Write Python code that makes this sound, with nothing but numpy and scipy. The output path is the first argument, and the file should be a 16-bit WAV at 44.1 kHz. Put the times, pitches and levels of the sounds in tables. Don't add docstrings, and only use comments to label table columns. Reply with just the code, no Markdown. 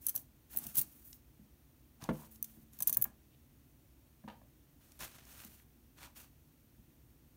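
import sys
import numpy as np
from scipy import signal
from scipy.fft import rfft, irfft
from scipy.io import wavfile
from scipy.ndimage import uniform_filter1d

SR = 44100
rng = np.random.default_rng(int(sys.argv[2]) if len(sys.argv) > 2 else 0)


def pcm_store(signal):
    levels = np.round(np.clip(np.atleast_2d(signal), -1, 1) * 32767)
    wavfile.write(sys.argv[1], SR, levels.astype(np.int16).T)


N = 324576
AGE = np.arange(SR) / SR
ATTACK_S, RELEASE_S = 0.02, 0.16

# f/Hz, level/dB
THUD_SPECTRUM = [(30, -8), (70, -1.5), (150, 3), (230, 0), (340, -10.5), (500, -32), (1000, -46),
                 (3000, -76)]
# f/Hz, level/dB
WOOD_SPECTRUM = [(100, -13.5), (600, 7), (1400, -10.5), (2800, -12), (5000, -23.5), (9000, -25),
                 (16000, -29)]


def amp(db):
    return 10 ** (np.asarray(db) / 20)


def unit(x, size=None):
    return x / np.sqrt(np.mean(x[:size] ** 2) + 1e-20)


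def curve(points, hz):
    f, value = np.transpose(points)
    return np.interp(np.log(hz + 1), np.log(f + 1), value)


def add(mix, s, sound):
    part = mix[round(s * SR):][:len(sound)]
    part += sound[:len(part)]


def colour(x, points, tilt_db=0, size=2048):
    hz = np.fft.rfftfreq(size, 1 / SR)
    db = curve(points, hz) + tilt_db * np.log2(np.maximum(hz, 2000) / 2000)
    cepstrum = irfft(np.log(amp(db)))
    cepstrum[1:size // 2] *= 2
    cepstrum[size // 2 + 1:] = 0
    impulse = irfft(np.exp(rfft(cepstrum)))
    return signal.oaconvolve(x, impulse)[:len(x)]


def hump(hz, steep_db):
    return [(hz / 8, -3 * steep_db), (hz, 0), (hz * 8, -3 * steep_db)]


def decay(t60, t=AGE):
    return np.exp(-np.log(1000) * t / max(t60, 1e-3))


def burst(t60, points, tilt_db=0, rise_s=0.0014, size=16384):
    t = AGE[:size]
    envelope = decay(t60, t) * (1 - np.exp(-t / rise_s))
    return colour(rng.choice([-1., 1.], size) * envelope, points, tilt_db)


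def ring(modes, scatter_db=0, detune=0, size=16384):
    t = AGE[:size]
    out = np.zeros(size)
    for k, (hz, db, t60) in enumerate(modes):
        spot, grip = rng.standard_normal(2)
        partial = np.sin(2 * np.pi * hz * (1 + detune * grip) * t)
        out += (-1) ** k * amp(db + scatter_db * spot) * decay(t60, t) * partial
    return out


def friction(points, slips_per_s, spread_db, smooth, tilt_db=0):
    slips = (rng.random(SR) < slips_per_s / SR) * rng.choice([-1., 1.], SR)
    sizes = amp(spread_db * np.minimum(rng.exponential(1, SR), 4))
    rubbing = smooth * rng.standard_normal(SR)
    return unit(colour(unit(slips * sizes) + rubbing, points, tilt_db))


def gesture(length, swell_db=0, arch_db=2):
    t = AGE - ATTACK_S
    along = 2 * np.clip(t / length, 0, 1) - 1
    attack = np.minimum(AGE / ATTACK_S, 1) ** 2
    hold = amp(swell_db * along / 2 - arch_db * along ** 2)
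    return attack * hold * decay(RELEASE_S, np.maximum(t - length, 0))


def handle_clicks():
    # t/s, crack level/dB, ring level/dB, chatter t60/s
    clicks = [(.0663, -27.5, -28, 0.017), (.0852, -45, -29.5, 0.014), (.0924, -36, -30, .04),
              (.1536, -33, -62, 0.0088), (.1604, -31, -32, 0.0096), (.1756, -43, -47, 0.024),
              (.5623, -42, -40, .016), (.5713, -25.5, -43, 0.014), (.5863, -61, -33.5, 0.01),
              (.6664, -39.5, -46, 0.024), (.7535, -37, -42, 0.025), (.7693, -34, -29, 0.012),
              (.773, -31, -36, 0.083), (.7812, -32, -24.5, 0.09), (.7901, -28, -33, 0.037),
              (.8129, -31, -41, 0.039), (2.4266, -30, -38, 0.0075), (2.4424, -43, -55, 0.03),
              (2.7886, -44, -65, 0.011), (2.8039, -42, -37, 0.035), (2.8229, -31.5, -30, .014),
              (2.829, -48, -34, 0.016), (2.8728, -20.5, -38, 0.013), (2.8795, -42, -29, 0.06),
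              (2.8948, -29, -35, 0.032), (2.927, -42, -26.5, 0.03), (2.937, -38, -43, 0.031),
              (2.945, -41, -37, 0.032), (2.97, -20, -44, 0.013), (3.0144, -57, -33.5, 0.022),
              (3.0222, -21.5, -46, 0.015), (3.0411, -26.5, -64, 0.014)]
    # f/Hz, level/dB
    crack_spectrum = [(400, -33.5), (1500, -37), (3500, -19.5), (5200, -15), (6500, -8.5), (9000, -6),
                      (11500, -2), (13000, -1), (14000, -1), (15400, 7), (16500, -11.5)]
    # f/Hz, level/dB, t60/s
    first = [(4330, -24, .02), (6090, -15, .036), (8120, -4.5, .03), (10330, -1, .03), (12830, 1, .026),
             (15420, -1, .02)]
    second = [(6160, -9, .032), (8270, -9, .018), (9290, -8, .026), (11000, -3, .02), (12850, 1, .022),
              (14920, 0, .022)]
    swap_s = 1.5
    hard_db, square_db = -29.5, 7.5
    out = np.zeros(N)
    for s, crack_db, ring_db, t60 in clicks:
        held, other = (first, second) if s < swap_s else (second, first)
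        own, neighbour = (ring(modes, scatter_db=4.5, detune=0.0057) for modes in (held, other))
        onset = 1 - decay(0.0028, AGE[:len(own)])
        tone = (own + amp(-9.5) * neighbour) * onset
        spot_hz = rng.choice([hz for hz, _, _ in held[-2:]])
        force_tilt = 0.37 * (crack_db - hard_db)
        glance_tilt = 0.1735 * (crack_db - ring_db - square_db)
        crack = burst(t60, crack_spectrum, force_tilt + glance_tilt, rise_s=0.001)
        spot = signal.lfilter(*signal.iirpeak(spot_hz, Q=20, fs=SR), crack)
        add(out, s, amp(crack_db) * unit(crack + amp(0.5) * spot, size=132))
        add(out, s, amp(ring_db) * unit(tone, size=132))
    return out


def canvas_drop():
    # f/Hz, level/dB, t60/s
    modes = [(60, -10, 0.36), (152, 0.5, 0.28), (229, 0.5, 0.22), (265, -9, 0.036), (310, 4, 0.064),
             (426, -5.5, 0.156), (509, -2.5, .12), (621, -10, 0.1), (647, -2, 0.073), (904, -4, 0.063),
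             (1103, -2.5, 0.047), (1420, -4, 0.044), (1727, -11, 0.055), (2030, -13, 0.037),
             (2870, -35, 0.036)]
    out = np.zeros(N)
    add(out, 2.0895, amp(-32.5) * unit(ring(modes), size=1100))
    add(out, 2.0892, amp(-41.5) * unit(burst(0.074, WOOD_SPECTRUM, rise_s=0.00085), size=530))
    add(out, 2.102, amp(-36.5) * unit(burst(0.1, THUD_SPECTRUM, rise_s=0.00063), size=1100))
    add(out, 2.103, amp(-46) * unit(burst(0.054, WOOD_SPECTRUM, tilt_db=-13, rise_s=0.003), size=530))
    hum = decay(6.5) * np.sin(2 * np.pi * 220.7 * AGE) * signal.windows.tukey(SR, 0.3)
    add(out, 2.0892, amp(-61.5) * hum)
    return out


def table_bumps():
    # t/s, thud level/dB, knock level/dB
    blows = [(0.144, -63, -61.5), (.168, -66, -66), (.547, -62, -63), (.653, -54.5, -65.5),
             (0.7721, -50.5, -59.5), (1.391, -58, -85), (2.022, -51.5, -57), (2.568, -59, -76),
             (2.8046, -57, -55.5), (2.893, -57.5, -55.5), (2.967, -52, -52.5), (3.0524, -59.5, -52.5),
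             (4.239, -55, -63.5), (4.415, -67, -65.5), (5.007, -79, -53), (5.444, -59, -85),
             (6.788, -60.5, -83)]
    # f/Hz, level/dB, t60/s
    modes = [(593, -13, .045), (705, 4, 0.022), (811, -3.5, 0.043), (1038, 1, 0.042), (1184, -5.5, 0.04),
             (1667, 2, 0.039), (1840, -0.5, 0.018), (2250, -3.5, .022), (2985, -9.5, .018)]
    out = np.zeros(N)
    for s, thud_db, knock_db in blows:
        favoured_hz = 1050 * 2 ** ((knock_db + 56) / 10.5)
        tone = unit(ring(modes, scatter_db=0.5), size=530)
        crack = unit(burst(0.062, WOOD_SPECTRUM), size=530)
        knock = colour(tone + amp(-2) * crack, hump(favoured_hz, steep_db=5))
        thud = burst(0.16, THUD_SPECTRUM, rise_s=0.001)
        add(out, s, amp(thud_db) * unit(thud, size=1100))
        add(out, s, amp(knock_db) * unit(knock, size=530))
    return out


def far_knock():
    # f/Hz, level/dB, t60/s
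    modes = [(224, 3, 0.12), (520, 4, 0.047), (704, -21, 0.046), (780, 0, 0.031), (936, 11.5, 0.023),
             (1236, -1, .06), (1310, -10, 0.063), (1760, -3, 0.068), (2740, -14, 0.033), (3100, -19, 0.04)]
    # f/Hz, level/dB
    crack_spectrum = [(100, -27), (400, -7.5), (700, 2.5), (1400, -4.5), (2200, -7), (2800, -4),
                      (5000, -19.5), (9000, -25.5), (16000, -37)]
    out = np.zeros(N)
    add(out, 4.244, amp(-54) * unit(ring(modes[:1]), size=530))
    add(out, 4.2775, amp(-49.5) * unit(ring(modes), size=530))
    for s, db in [(4.277, -58), (4.284, -54), (4.299, -57.5)]:
        add(out, s, amp(db) * unit(burst(0.028, crack_spectrum, rise_s=0.0013), size=530))
    return out


def brush_strokes():
    # t/s, length/s, hiss level/dB, rasp level/dB, swell from start to end/dB
    sweeps = [(0.021, 0.073, -51.5, -68.5, 11), (0.154, 0.069, -52, -74, -22),
              (0.506, 0.2, -52.5, -63.5, 5), (.75, 0.057, -42.5, -55.5, -1.5),
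              (0.865, 0.21, -63, -76.5, -4), (1.051, .1, -58.5, -80, -4), (2.016, .04, -60, -59, -2),
              (2.128, .14, -62, -68, -3.5), (2.316, 0.031, -58, -74.5, 2), (2.452, 0.17, -66.5, -77, -5),
              (2.731, .34, -64, -72.5, 1), (4.812, 0.48, -72, -75, -6), (5.005, 0.05, -48, -48.5, -0.5),
              (5.116, 0.12, -64.5, -63, -8.5), (5.266, 0.2, -59, -61.5, 3), (5.5, 0.11, -65, -70, -6.5),
              (5.974, .075, -62.5, -60, 14), (6.163, 0.079, -59, -62.5, -5)]
    # f/Hz, level/dB
    hiss_spectrum = [(1000, -39), (3000, -14.5), (5000, -5.5), (7000, -1), (10000, 1), (13000, 3),
                     (15500, 6), (16500, -24)]
    rasp_spectrum = [(150, 5.5), (350, -0.5), (450, -5), (580, -1), (1050, -0.5), (1550, 1.5), (1900, -0.5),
                     (2200, -2), (2550, 1), (3500, -3), (5000, -5.5), (8000, -6), (16000, -41.5)]
    catch_s = 0.015
    out = np.zeros(N)
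    for s, length, hiss_db, rasp_db, swell_db in sweeps:
        catch = unit(uniform_filter1d(rng.standard_normal(SR), round(catch_s * SR)))
        tilt_db = 0.48 * (hiss_db - rasp_db - 8.5)
        hiss = friction(hiss_spectrum, slips_per_s=3500, spread_db=2, smooth=1.3, tilt_db=tilt_db)
        rasp = friction(rasp_spectrum, slips_per_s=760, spread_db=4.5, smooth=1)
        stroke = amp(hiss_db + 1.94 * catch) * hiss + amp(rasp_db + 1.54 * catch) * rasp
        add(out, max(s - ATTACK_S, 0), gesture(length, swell_db) * stroke)
    return out


def bristle_snaps():
    # t/s, level/dB, centre f/Hz
    snaps = [(0.64, -46, 8200), (1.129, -48.5, 5940), (2.021, -55, 4500), (2.039, -44, 5840),
             (2.3583, -56.5, 6500), (2.733, -57, 8700), (4.919, -57, 6200), (4.991, -51, 11100),
             (5.005, -47, 7360), (5.252, -58, 7000), (5.448, -48, 12000), (5.598, -65, 2200),
             (6.03, -54, 2590)]
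    out = np.zeros(N)
    for s, db, hz in snaps:
        add(out, s, amp(db) * unit(burst(0.011, hump(hz, steep_db=9.5)), size=132))
    return out


def table_slides():
    # t/s, length/s, level/dB, centre f/Hz
    drags = [(.54, 0.13, -62, 213), (0.551, 0.11, -70, 850), (2.014, 0.067, -60.5, 810),
             (2.15, 0.085, -62.5, 930), (3.32, 0.024, -75, 3000), (6.014, 0.053, -63, 930)]
    out = np.zeros(N)
    for s, length, db, hz in drags:
        scuff = friction(hump(hz, steep_db=22), slips_per_s=1200, spread_db=11.5, smooth=1)
        add(out, s - ATTACK_S, amp(db) * gesture(length) * scuff)
    return out


def room_reverb(send):
    # f/Hz, t60/s
    room_t60 = [(150, 0.26), (500, 0.44), (1500, 0.22), (5000, 0.24), (10000, 0.15), (16000, 0.073)]
    echoes_per_s, predelay_s = 4000, 0.004
    taps = rng.choice([-1., 1.], SR) * (rng.random(SR) < echoes_per_s / SR) * (AGE > predelay_s)
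    hz, t, bands = signal.stft(taps, SR, nperseg=256)
    fade = np.exp(-np.log(1000) * t / curve(room_t60, hz)[:, None])
    tail = signal.istft(bands * fade, SR, nperseg=256)[1]
    return signal.fftconvolve(send, tail / np.linalg.norm(tail))[:N]


def room_tone():
    # f/Hz, level/dB
    rumble_spectrum = [(15, -53), (25, -21.5), (41, -12.5), (59, 2), (85, -8.5), (151, -6.5), (181, -20.5),
                       (230, -10), (332, -13), (357, -18.5), (421, -23), (2000, -38.5), (2600, -63.5),
                       (4400, -120)]
    hiss_spectrum = [(500, -9.5), (1500, -7.5), (2500, -4.5), (4000, -7.5), (7000, -6), (11000, -6),
                     (13000, -2), (15400, -1)]
    hz = np.fft.rfftfreq(N, 1 / SR)
    rumble = irfft(rfft(rng.standard_normal(N)) * amp(curve(rumble_spectrum, hz)), N)
    hiss = colour(rng.standard_normal(N), hiss_spectrum)
    hum = np.sin(2 * np.pi * 39 * np.arange(N) / SR)
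    return amp(-64.5) * unit(rumble) + amp(-70) * unit(hiss) + amp(-77.5) * hum


def scene():
    layers = [(handle_clicks(), -17), (table_bumps(), -9.5), (canvas_drop(), -16), (far_knock(), -6),
              (brush_strokes() + bristle_snaps() + table_slides(), -14.5)]
    direct = sum(sound for sound, _ in layers)
    send = sum(amp(send_db) * sound for sound, send_db in layers)
    return (direct + room_reverb(send) + room_tone())[None]


def record(dry):
    # f/Hz, width/Hz, level/dB
    notches = [(4980, 340, -4.5), (7570, 1200, -4), (10320, 590, -3.5)]
    hz = np.fft.rfftfreq(N, 1 / SR)
    port_db = sum(db / (1 + (2 * (hz - centre) / width) ** 2) for centre, width, db in notches)
    notched = irfft(rfft(dry) * amp(port_db), N)
    low_cut = signal.butter(2, 38, "highpass", fs=SR, output="sos")
    high_cut = signal.firwin(255, 15850, window=("kaiser", 8), fs=SR)
    return signal.oaconvolve(signal.sosfilt(low_cut, notched), high_cut[None], "same")


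dry = scene()
out = record(dry)
pcm_store(out)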